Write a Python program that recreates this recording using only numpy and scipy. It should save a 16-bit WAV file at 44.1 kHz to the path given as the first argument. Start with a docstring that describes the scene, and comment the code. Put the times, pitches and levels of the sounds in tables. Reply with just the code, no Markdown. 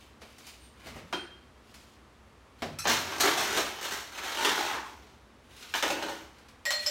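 """In a tiled kitchen, a few steps from the microphone, something hard is put down and a freezer is opened.
A hand digs through the plastic ice bin: random impacts, coloured by the bin, grind, clack and tumble.
Then cubes drop into the glass and excite its modes, decaying sines in beating pairs.
Rubs, knocks, squeaks and a step are shaped noise and impulses; noise and sines make the room tone.
All is heard in mono, with much room and a low appliance hum."""
import sys
import numpy as np
from scipy import signal
from scipy.fft import rfft, irfft, next_fast_len
from scipy.io import wavfile
from scipy.ndimage import uniform_filter1d

SR = 44100
rng = np.random.default_rng(int(sys.argv[2]) if len(sys.argv) > 2 else 0)


def log_audio(samples):
    """Write samples as a 16-bit WAV file to the path given in sys.argv[1]."""
    # one column per channel
    frames = np.atleast_2d(samples).T
    # limit to full scale, then quantise
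    limited = np.clip(frames, -1, 1)
    pcm = np.round(limited * 32767).astype(np.int16)
    wavfile.write(sys.argv[1], SR, pcm)


N = 304290

# Strokes of the hand through the ice. Each row: time of full force in s, rise in s, hold in s,
# clatter in dB, bin rumble in dB against it, crunch in dB against it.
STROKES = [(2.876, 0.047, 0.0063, -23, -8.5, -7), (3.12, 0.34, 0.081, -37, -6.5, -11),
           (3.208, 0.034, 0, -24.5, -5, -3.5), (3.238, 0.12, 0, -26, -3.5, -26),
           (3.381, 0.33, 0.034, -29, -6.5, -6), (3.56, 0.22, 0.017, -28.5, -4, -7.5),
           (3.861, 0.21, 0.049, -32.5, -8, -6), (4.193, 0.18, 0.23, -35.5, -15, -10),
           (4.446, 0.42, 0.27, -29.5, -8.5, -9), (4.87, 0.065, 0, -53, 1.5, -4),
           (5.042, .15, 0.015, -57, -1.5, -8), (5.743, .01, 0, -33.5, -15, -3),
           (5.829, 0.015, 0.0075, -33.5, 1, -12), (5.9, 0.06, 0.11, -40, -1, -11),
           (6.067, 0.026, 0, -40, -3, -6)]
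# The hollow of the bin. Each row: time in s, level in dB against the clatter.
HOLLOW_LEVELS = [(2.85, -30), (3.9, -49), (4.2, -31), (4.8, 6.5), (5.1, -19), (6.3, -14)]
# Spectrum of cubes in the bin. Each row: frequency in Hz, relative density in dB per Hz.
ICE_SPECTRUM = [(71, -69), (120, -7.5), (246, -8), (314, -1), (483, -5.5), (949, 4), (2930, 3.5),
                (4780, -2), (5990, -13), (10400, -20), (14400, -20.5), (16000, -25)]
# Peaks and dips of the bin. Each row: centre in Hz, width in Hz, height in dB.
BIN_RESONANCES = [(340, 59, 1.5), (409, 81, 7), (564, 200, 3), (912, 63, 3.5), (1540, 940, 3.5),
                  (2860, 310, 1), (4830, 800, -9.5), (6280, 1400, 4), (10420, 430, -6)]
# Single hard clacks of ice in the bin. Each row: start in s, relative level in dB,
# relative thud in dB, relative crack in dB.
CLACKS = [(2.854, -15.5, -1, -20), (3.207, -16, -10.5, 1), (3.236, -20, -30, -24), (3.274, -12.5, -17, -22),
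          (3.574, -18.5, -1, -5), (4.185, -28, -9, -12), (4.449, -12.5, -6, -10.5),
          (4.492, -15.5, -20, -12), (4.576, -19, -1.5, -13), (4.738, -22, -5, -39), (4.779, -29.5, -2, -31),
          (5.626, -34, -31, -10), (5.739, -14.5, -23, -16), (5.747, -19, -8.5, -31),
          (5.826, -13.5, -26, -11), (5.879, -23.5, -10, -7), (5.903, -21, -27, -7),
          (6.025, -22.5, -4.5, -12.5), (6.085, -26.5, -2.5, -13.5)]
# Last cubes tumbling on the hollow bin. Each row: start in s, level in dB.
THUMPS = [(5.828, -40), (5.901, -39), (6.024, -43.5), (6.085, -46)]
# Modes of the bin walls. Each row: frequency in Hz, level in dB, t60 in s.
WALL_MODES = [(318.4, -5, 0.15), (556, -1.5, 0.06), (828, -3, 0.025), (920, -15, 0.033), (1450, -8.5, 0.15)]
# Cubes landing in the glass. Each row: start in s, relative ring in dB,
# frequency in Hz that the point of contact favours, relative tap in dB.
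DROPS = [(6.654, -28.5, 1897, -25), (6.706, -29.5, 4222, -18.5), (6.862, -26, 5320, -28)]
# Modes of the tumbler. Each row: frequency in Hz, level in dB at a favoured contact, t60 in s.
GLASS_MODES = [(585, 0, .11), (1490, -10, .03), (1897, 1, .18), (2309, -10, .05), (3112, -7, .05),
               (3505, -11, .05), (4222, 0, .17), (5320, 0, .015), (5780, -8, .04), (7340, -1, .03),
               (7800, -7, .04), (11278, -12, .06), (11878, -12, .06), (15095, -13, .02)]
# Things handled and the freezer door. Each row: start in s, relative level in dB,
# relative thud in dB, relative crack in dB.
KNOCKS = [(0.218, -41, -5, -16), (0.383, -46, -36, -4.5), (0.468, -43.5, -17, -2.5), (0.861, -43, 0.5, -9),
          (0.959, -51, 11, -3), (1.127, -25, -8, -19), (1.742, -44, -33, -7.5), (2.621, -25.5, -4.5, -18),
          (6.384, -50, -21, -10), (6.485, -48, -24, -8.5)]
# Modes of something hard set down on the counter. 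Each row: frequency in Hz, level in dB, t60 in s.
SET_DOWN_MODES = [(345, -2, .16), (964, -5, .12), (1480, -1.5, .008), (2540, -12, .1), (3175, 0, .26),
                  (3795, -20, .1), (4170, -13, .1), (8861, -24, .15)]
# Jolts to the freezer. Each row: start in s, level in dB.
JOLTS = [(2.621, -54), (2.868, -53), (3.235, -59.5)]
# Modes of the freezer cabinet. Each row: frequency in Hz, level in dB, t60 in s.
CABINET_MODES = [(86.4, 2, 2.1), (138.5, 2.5, 0.93), (211, 2, 0.19), (227.7, 8, 0.23), (653, 7.5, 0.041)]
# Modes of a bright clink as the bin is reached. Each row: frequency in Hz, level in dB, t60 in s.
CLINK_MODES = [(1370, 4, .03), (2600, 3.5, .02), (4120, 5.5, 0.052), (4560, -1, .03), (5500, 7, 0.041),
               (6100, 8, 0.047), (7970, 4, 0.018), (9400, -17.5, .02), (10990, -18.5, .02),
               (12400, -19, .02), (13200, -2, .03)]
# Soft rubbing and sliding of things being handled. 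Each row: time of full force in s, rise in s,
# hold in s, relative hiss in dB, relative body in dB against it.
RUBS = [(0, 0.011, 0, -53, -8), (0.21, .01, 0.23, -55.5, -11), (.48, 0.19, 0, -47.5, -19),
        (0.633, 0.24, 0.0051, -58, -20), (0.855, 0.17, 0.038, -49.5, 0), (.96, .1, 0.0082, -55, 6.5),
        (1.086, .08, 0, -59, -14), (1.686, 0.18, 0.013, -59.5, -26), (1.75, 0.017, 0.017, -53, -19),
        (1.88, .2, 0, -58, -17), (2.6, 0.087, 0.13, -55.5, -4), (5.487, .06, 0.11, -64, 5),
        (5.605, 0.23, 0.11, -46, -10), (6.384, .3, 0.36, -65, 3.5), (6.794, .02, .08, -39, -14)]
# Faint high squeaks. Each row: start in s, length in s, level in dB.
SQUEAKS = [(.56, .15, -62), (1.06, .19, -64)]
# Reverberation of the kitchen. Each row: frequency in Hz, t60 of the tail in s.
REVERBERATION = [(100, 1), (300, 0.51), (2000, 0.67), (5000, 0.58), (13000, 0.4)]
# Spectrum of the room tone. 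Each row: frequency in Hz, relative density in dB per Hz.
AIR_SPECTRUM = [(15, -46), (25, -6), (48, -12), (68, 5.5), (97, -4.5), (137, -6), (170, -12.5), (217, -4.5),
                (317, -8.5), (575, -11.5), (695, -14), (1130, -12), (1440, -15.5), (3620, -24),
                (10000, -35.5), (16000, -46)]
# Hum of the appliance. Each row: frequency in Hz, level in dB.
HUM = [(59.2, -66), (220.7, -79)]


def digging(rumble_db=-2, clatter_db=-3.0, crunch_db=0, ring_share=0.4, hollow_hz=930, hollow_width_hz=420):
    """Granular collision: cubes tumble over each other and bump the bin; the room carries each stroke on."""
    hits = contacts(rate=120, spread_db=6, steady=0.024)
    cracks = coloured(hits, ice_colour)
    rings = band(cube_rings(hits, centre_hz=2500, spread=.4, t60=.008), 700, 4200)
    ice = cracks / rms(cracks) + ring_share * rings / rms(rings)
    rumble, clatter, crunch = (part / rms(part) for part in registers(ice))
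    resonator = signal.iirpeak(hollow_hz, hollow_hz / hollow_width_hz, SR)
    hollow = signal.lfilter(*resonator, clatter)
    clatter = clatter + gains(HOLLOW_LEVELS)[0] * hollow / rms(hollow)
    levels = amp([[rumble_db], [clatter_db], [crunch_db]]) * stroke_levels()
    return in_room(np.sum(levels * [rumble, clatter, crunch], axis=0), count=60)


def stroke_levels(ease_db_per_s=30, settle_s=0.467, crunch_growth=0.86):
    """Addition of powers: overlapping strokes share one gain each for rumble, clatter and crunch."""
    power = np.zeros((3, N))
    for s, rise, hold, db, rumble_db, crunch_db in STROKES:
        force = swell(s, rise, hold, ease_db_per_s, settle_s)
        on = force > 0
        rumble = amp(rumble_db) * force[on]
        crunch = amp(crunch_db) * force[on] ** crunch_growth
        power[:, on] += (amp(db) * np.array([rumble, force[on], crunch])) ** 2
    return np.sqrt(power)


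def cube_rings(hits, centre_hz, spread, t60, size=400):
    """Free vibration: each impact rings a cube briefly at a pitch of its own."""
    at, t = np.flatnonzero(hits), np.arange(size) / SR
    hz = centre_hz * np.exp(spread * rng.standard_normal((len(at), 1)))
    hz = np.minimum(hz, SR / 2)
    rings = hits[at, None] * np.sin(2 * np.pi * hz * t) * amp(-60 * t / t60)
    places = at[:, None] + np.arange(size)
    return np.bincount(places.ravel(), rings.ravel(), N + size)[:N]


def ice_colour(hz):
    """Resonance on a broad spectrum: ice on plastic, with the peaks and dips of the bin."""
    bumps = sum(db / (1 + (2 * (hz - centre) / width) ** 2) for centre, width, db in BIN_RESONANCES)
    return amp(along(ICE_SPECTRUM, hz) + bumps)


def ice_clacks():
    """Impact excitation: crumbling clacks take the colour of the bin."""
    return blows(CLACKS, ice_colour, level_db=-15.5, thud_db=-0.5, crack_db=4.5,
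                 chatter=0.1, chatter_t60=0.028, direct=0.33)


def thumps():
    """Modal vibration: tumbling cubes make the plastic walls of the bin boom."""
    out = np.zeros(N)
    for s, db in THUMPS:
        add(out, s, amp(db) * ring(WALL_MODES, room=0.59, attack=0.0014))
    return out


def glass(off_db=-12, octaves=0.071, level_db=-5.5):
    """Modal participation: each cube lands on another spot of the wall and brings out other modes."""
    out = np.zeros(N)
    for s, db, favoured_hz, _ in DROPS:
        modes = []
        for hz, mode_db, t60 in GLASS_MODES:
            miss = 1 - np.exp(-(np.log2(hz / favoured_hz) / octaves) ** 2)  # 0 at the favoured pitch
            modes.append((hz, mode_db + off_db * miss, t60))
        add(out, s, amp(db + level_db) * ring(modes, room=1.0))
    return out


def glass_taps():
    """Impact excitation: each landing cube gives the glass a sharp tap."""
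    landings = [(s, tap_db, -28, -10.5) for s, _, _, tap_db in DROPS]  # relative thud and crack in dB
    return blows(landings, tap_colour, level_db=-13.5, thud_db=12.0, crack_db=5,
                 chatter=0.03, chatter_t60=0.024, direct=0.41)


def tap_colour(hz, low_hz=1300):
    """Weak low radiation: a hard contact on thin glass has little body."""
    return plain_colour(hz) * hz ** 2 / np.sqrt(hz ** 4 + low_hz ** 4)


def knocks():
    """Impact excitation: clean knocks of things handled and of the freezer door."""
    return blows(KNOCKS, plain_colour, level_db=-11.0, thud_db=2.5, crack_db=4,
                 chatter=0.016, chatter_t60=0.034, direct=0.24)


def fittings():
    """Modal vibration: the thing set down, the jolted freezer and the first clink ring on."""
    out = np.zeros(N)
    add(out, 1.127, amp(-41.5) * ring(SET_DOWN_MODES, room=.85))
    for s, db in JOLTS:
        add(out, s, amp(db) * ring(CABINET_MODES, room=0.71))
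    clink = ring(CLINK_MODES, room=.95, tick=6)
    add(out, 2.787, amp(-55.0) * band(clink, 990, 12500))
    return out


def rubbing(body_db=-2, hiss_db=-3.0):
    """Stick and slip: hands and plastic slide in many fine random slips."""
    slips = coloured(contacts(rate=690, spread_db=6), plain_colour)
    body, hiss = band(slips, 200, 2500), band(slips, 2500, 17000)
    body_gain, hiss_gain = rub_levels()
    body = amp(body_db) * body_gain * body / rms(body)
    hiss = amp(hiss_db) * hiss_gain * hiss / rms(hiss)
    return in_room(body + hiss)


def rub_levels(ease_db_per_s=42, release_s=0.36):
    """Addition of powers: overlapping rubs share one gain each for body and hiss."""
    power = np.zeros((2, N))
    for s, rise, hold, db, body_db in RUBS:
        force = swell(s, rise, hold, ease_db_per_s, release_s)
        power += (amp([[db + body_db], [db]]) * force) ** 2
    return np.sqrt(power)


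def squeaks(centre_hz=8800, width_hz=600):
    """Narrow-band friction noise: something slides with a thin, hissy squeak."""
    out = np.zeros(N)
    for s, length, db in SQUEAKS:
        noise = rng.standard_normal(int(length * SR))
        hiss = band(noise, centre_hz - width_hz / 2, centre_hz + width_hz / 2)
        add(out, s, amp(db) * np.hanning(len(hiss)) * hiss / rms(hiss))
    return in_room(out)


def footfall(s=0.78, length=0.38, db=-50, top_hz=260):
    """Low-frequency impact noise: a soft step thumps the floor."""
    thump = band(rng.standard_normal(int(length * SR)), 53, top_hz)
    out = np.zeros(N)
    add(out, s, amp(db) * np.hanning(len(thump)) * thump / rms(thump))
    return out


def room_tone(air_db=-57):
    """Stationary noise and pure tones: steady air noise and the hum of an appliance."""
    t = np.arange(N) / SR
    noise = rng.standard_normal(N + SR)
    air = coloured(noise, lambda hz: amp(along(AIR_SPECTRUM, hz)))[SR:]  # the filter's onset is cut off
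    hum = np.zeros(N)
    for hz, db in HUM:
        hum += amp(db) * np.sqrt(2) * np.sin(2 * np.pi * (hz * t + rng.random()))
    return amp(air_db) * air / rms(air) + hum


def contacts(rate, spread_db, steady=0.13):
    """Random point process: impacts of uneven size, rate per second, share a steady supply of energy."""
    occurs = rng.random(N) < rate / SR
    hits = occurs * amp(spread_db * rng.standard_normal(N)) * rng.choice([-1, 1], N)
    power = np.abs(uniform_filter1d(hits ** 2, int(steady * SR)))
    return hits / np.sqrt(power + np.mean(power) / 20)


def swell(s, rise, hold, ease_db_per_s, release):
    """Force envelope: a movement builds up to time s, eases while it is held, then dies away."""
    eased_db = -ease_db_per_s * hold
    end = s + hold
    return gains([(s - rise, -30), (s, 0), (end, eased_db), (end + release, eased_db - 60)])[0]


def blows(table, colour, level_db, thud_db, crack_db, chatter, chatter_t60, direct):
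    """Impulse excitation: a blow and its short chatter give thud, clack and crack, all filling the room."""
    out, t = np.zeros(N), np.arange(SR // 20) / SR
    for s, db, thud, crack in table:
        blow = chatter * rng.standard_normal(len(t)) * amp(-60 * t / chatter_t60)
        blow[0] += 1
        parts = registers(coloured(signal.fftconvolve(blow, kitchen(direct)), colour))
        levels = amp(db + level_db + np.array([thud + thud_db, 0, crack + crack_db]))
        add(out, s, sum(g * part / rms(part[:SR // 50]) for g, part in zip(levels, parts)))
    return out


def plain_colour(hz, corner_hz=3500):
    """Finite contact time: a hard contact is level up to the corner, then falls."""
    return 1 / (1 + (hz / corner_hz) ** 2) ** 0.82


def ring(modes, room=.7, tick=0., attack=0.0012, split_hz=19, twin=0.75):
    """Split modes: each is a close pair that beats; echoes make them swell in their own ways."""
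    t, echo = np.arange(SR) / SR, kitchen()
    out = tick * np.pad(echo, (0, SR - len(echo))) / rms(echo[:SR // 20])
    for hz, db, t60 in modes:
        partner_hz = hz + split_hz * rng.uniform(0.68, 1.32)
        partner = np.sin(2 * np.pi * (partner_hz * t + rng.random()))
        pair = np.sin(2 * np.pi * hz * t) + twin * partner
        tone = pair * amp(-60 * t / t60) * (1 - np.exp(-t / attack))
        wet = signal.fftconvolve(tone, echo)[:SR]
        heard = (1 - room) * tone / rms(tone) + room * wet / rms(wet)
        out += amp(db) * heard / rms(heard[:SR // 10])
    return out * np.minimum(1, 10 * (1 - t))  # fades over the last 0.1 s


def kitchen(direct=0.066, early_db=4, early_t60=0.17):
    """Reverberation: weak direct sound, dense echoes off the cabinets, then the tail, drawn afresh."""
    hz, t, z = signal.stft(rng.standard_normal(SR // 2), SR, nperseg=256)
    late = amp(-60 * t / along(REVERBERATION, hz)[:, None])
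    early = amp(early_db - 60 * t / early_t60)
    tail = signal.istft(z * (late + early), SR, nperseg=256)[1][:SR // 2]
    tail /= np.linalg.norm(tail)
    tail[0] += direct
    return tail / np.linalg.norm(tail)


def in_room(x, count=16):
    """Position-dependent response: each stretch of a moving source meets different echoes."""
    out, step = np.zeros(N), N // count + 1
    for i in range(0, N, step):
        stretch = x[i:i + step]
        if stretch.any():
            add(out, i / SR, signal.fftconvolve(stretch, kitchen()))
    return out


def coloured(x, gain):
    """Minimum phase: x through the causal filter with this gain over frequency."""
    m = next_fast_len(len(x) // 2 + SR // 16) * 2
    log_gain = np.log(np.maximum(gain(np.fft.rfftfreq(m, 1 / SR)), 1e-6))
    cepstrum = irfft(log_gain)
    cepstrum[1:m // 2] *= 2  # folding the cepstrum makes the filter causal
    cepstrum[m // 2 + 1:] = 0
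    return irfft(rfft(x, m) * np.exp(rfft(cepstrum)))[:len(x)]


def band(x, lo_hz, hi_hz):
    """Band limitation: a Butterworth band-pass."""
    edges = [lo_hz, min(hi_hz, SR / 2 - 100)]
    return signal.sosfilt(signal.butter(4, edges, "band", fs=SR, output="sos"), x)


def registers(x):
    """Spectral division: the low, middle and high part of a sound."""
    return band(x, 170, 700), band(x, 700, 5000), band(x, 5000, 17000)


def amp(db):
    """Level definition: decibels to amplitude gain."""
    return 10 ** (np.asarray(db) / 20)


def rms(x):
    """Effective value: the root mean square."""
    return np.sqrt(np.mean(x ** 2) + 1e-20)


def along(points, hz):
    """Logarithmic frequency scale: (Hz, value) points are interpolated along it."""
    f, v = np.transpose(points)
    return np.interp(np.log(hz + 1), np.log(f + 1), v)


def gains(rows):
    """Level interpolation: one gain per sample for each dB column, silent outside the rows."""
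    s, *columns = np.transpose(rows)
    t = np.arange(N) / SR
    return [amp(np.interp(t, s, column, left=-np.inf, right=-np.inf)) for column in columns]


def add(track, s, sound):
    """Superposition: mix a sound into the track at time s."""
    part = track[max(round(s * SR), 0):][:len(sound)]
    part += sound[:len(part)]


def scene():
    """Superposition: everything reaches one microphone, given on two equal channels."""
    bin_sounds = digging() + ice_clacks() + thumps()
    glass_sounds = glass() + glass_taps()
    handling = knocks() + fittings() + rubbing() + squeaks()
    mono = bin_sounds + glass_sounds + handling + footfall() + room_tone()
    return np.array([mono, mono])


def record(dry, low_hz=35, top_hz=15850):
    """Limited bandwidth: the microphone loses the deepest bass; nothing is kept above the band limit."""
    m = next_fast_len(N + SR // 2)
    hz = np.fft.rfftfreq(m, 1 / SR)
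    response = (hz < top_hz) * hz ** 2 / np.sqrt(hz ** 4 + low_hz ** 4)
    return irfft(rfft(dry, m) * response, m)[:, :N]


dry = scene()
out = record(dry)
log_audio(out)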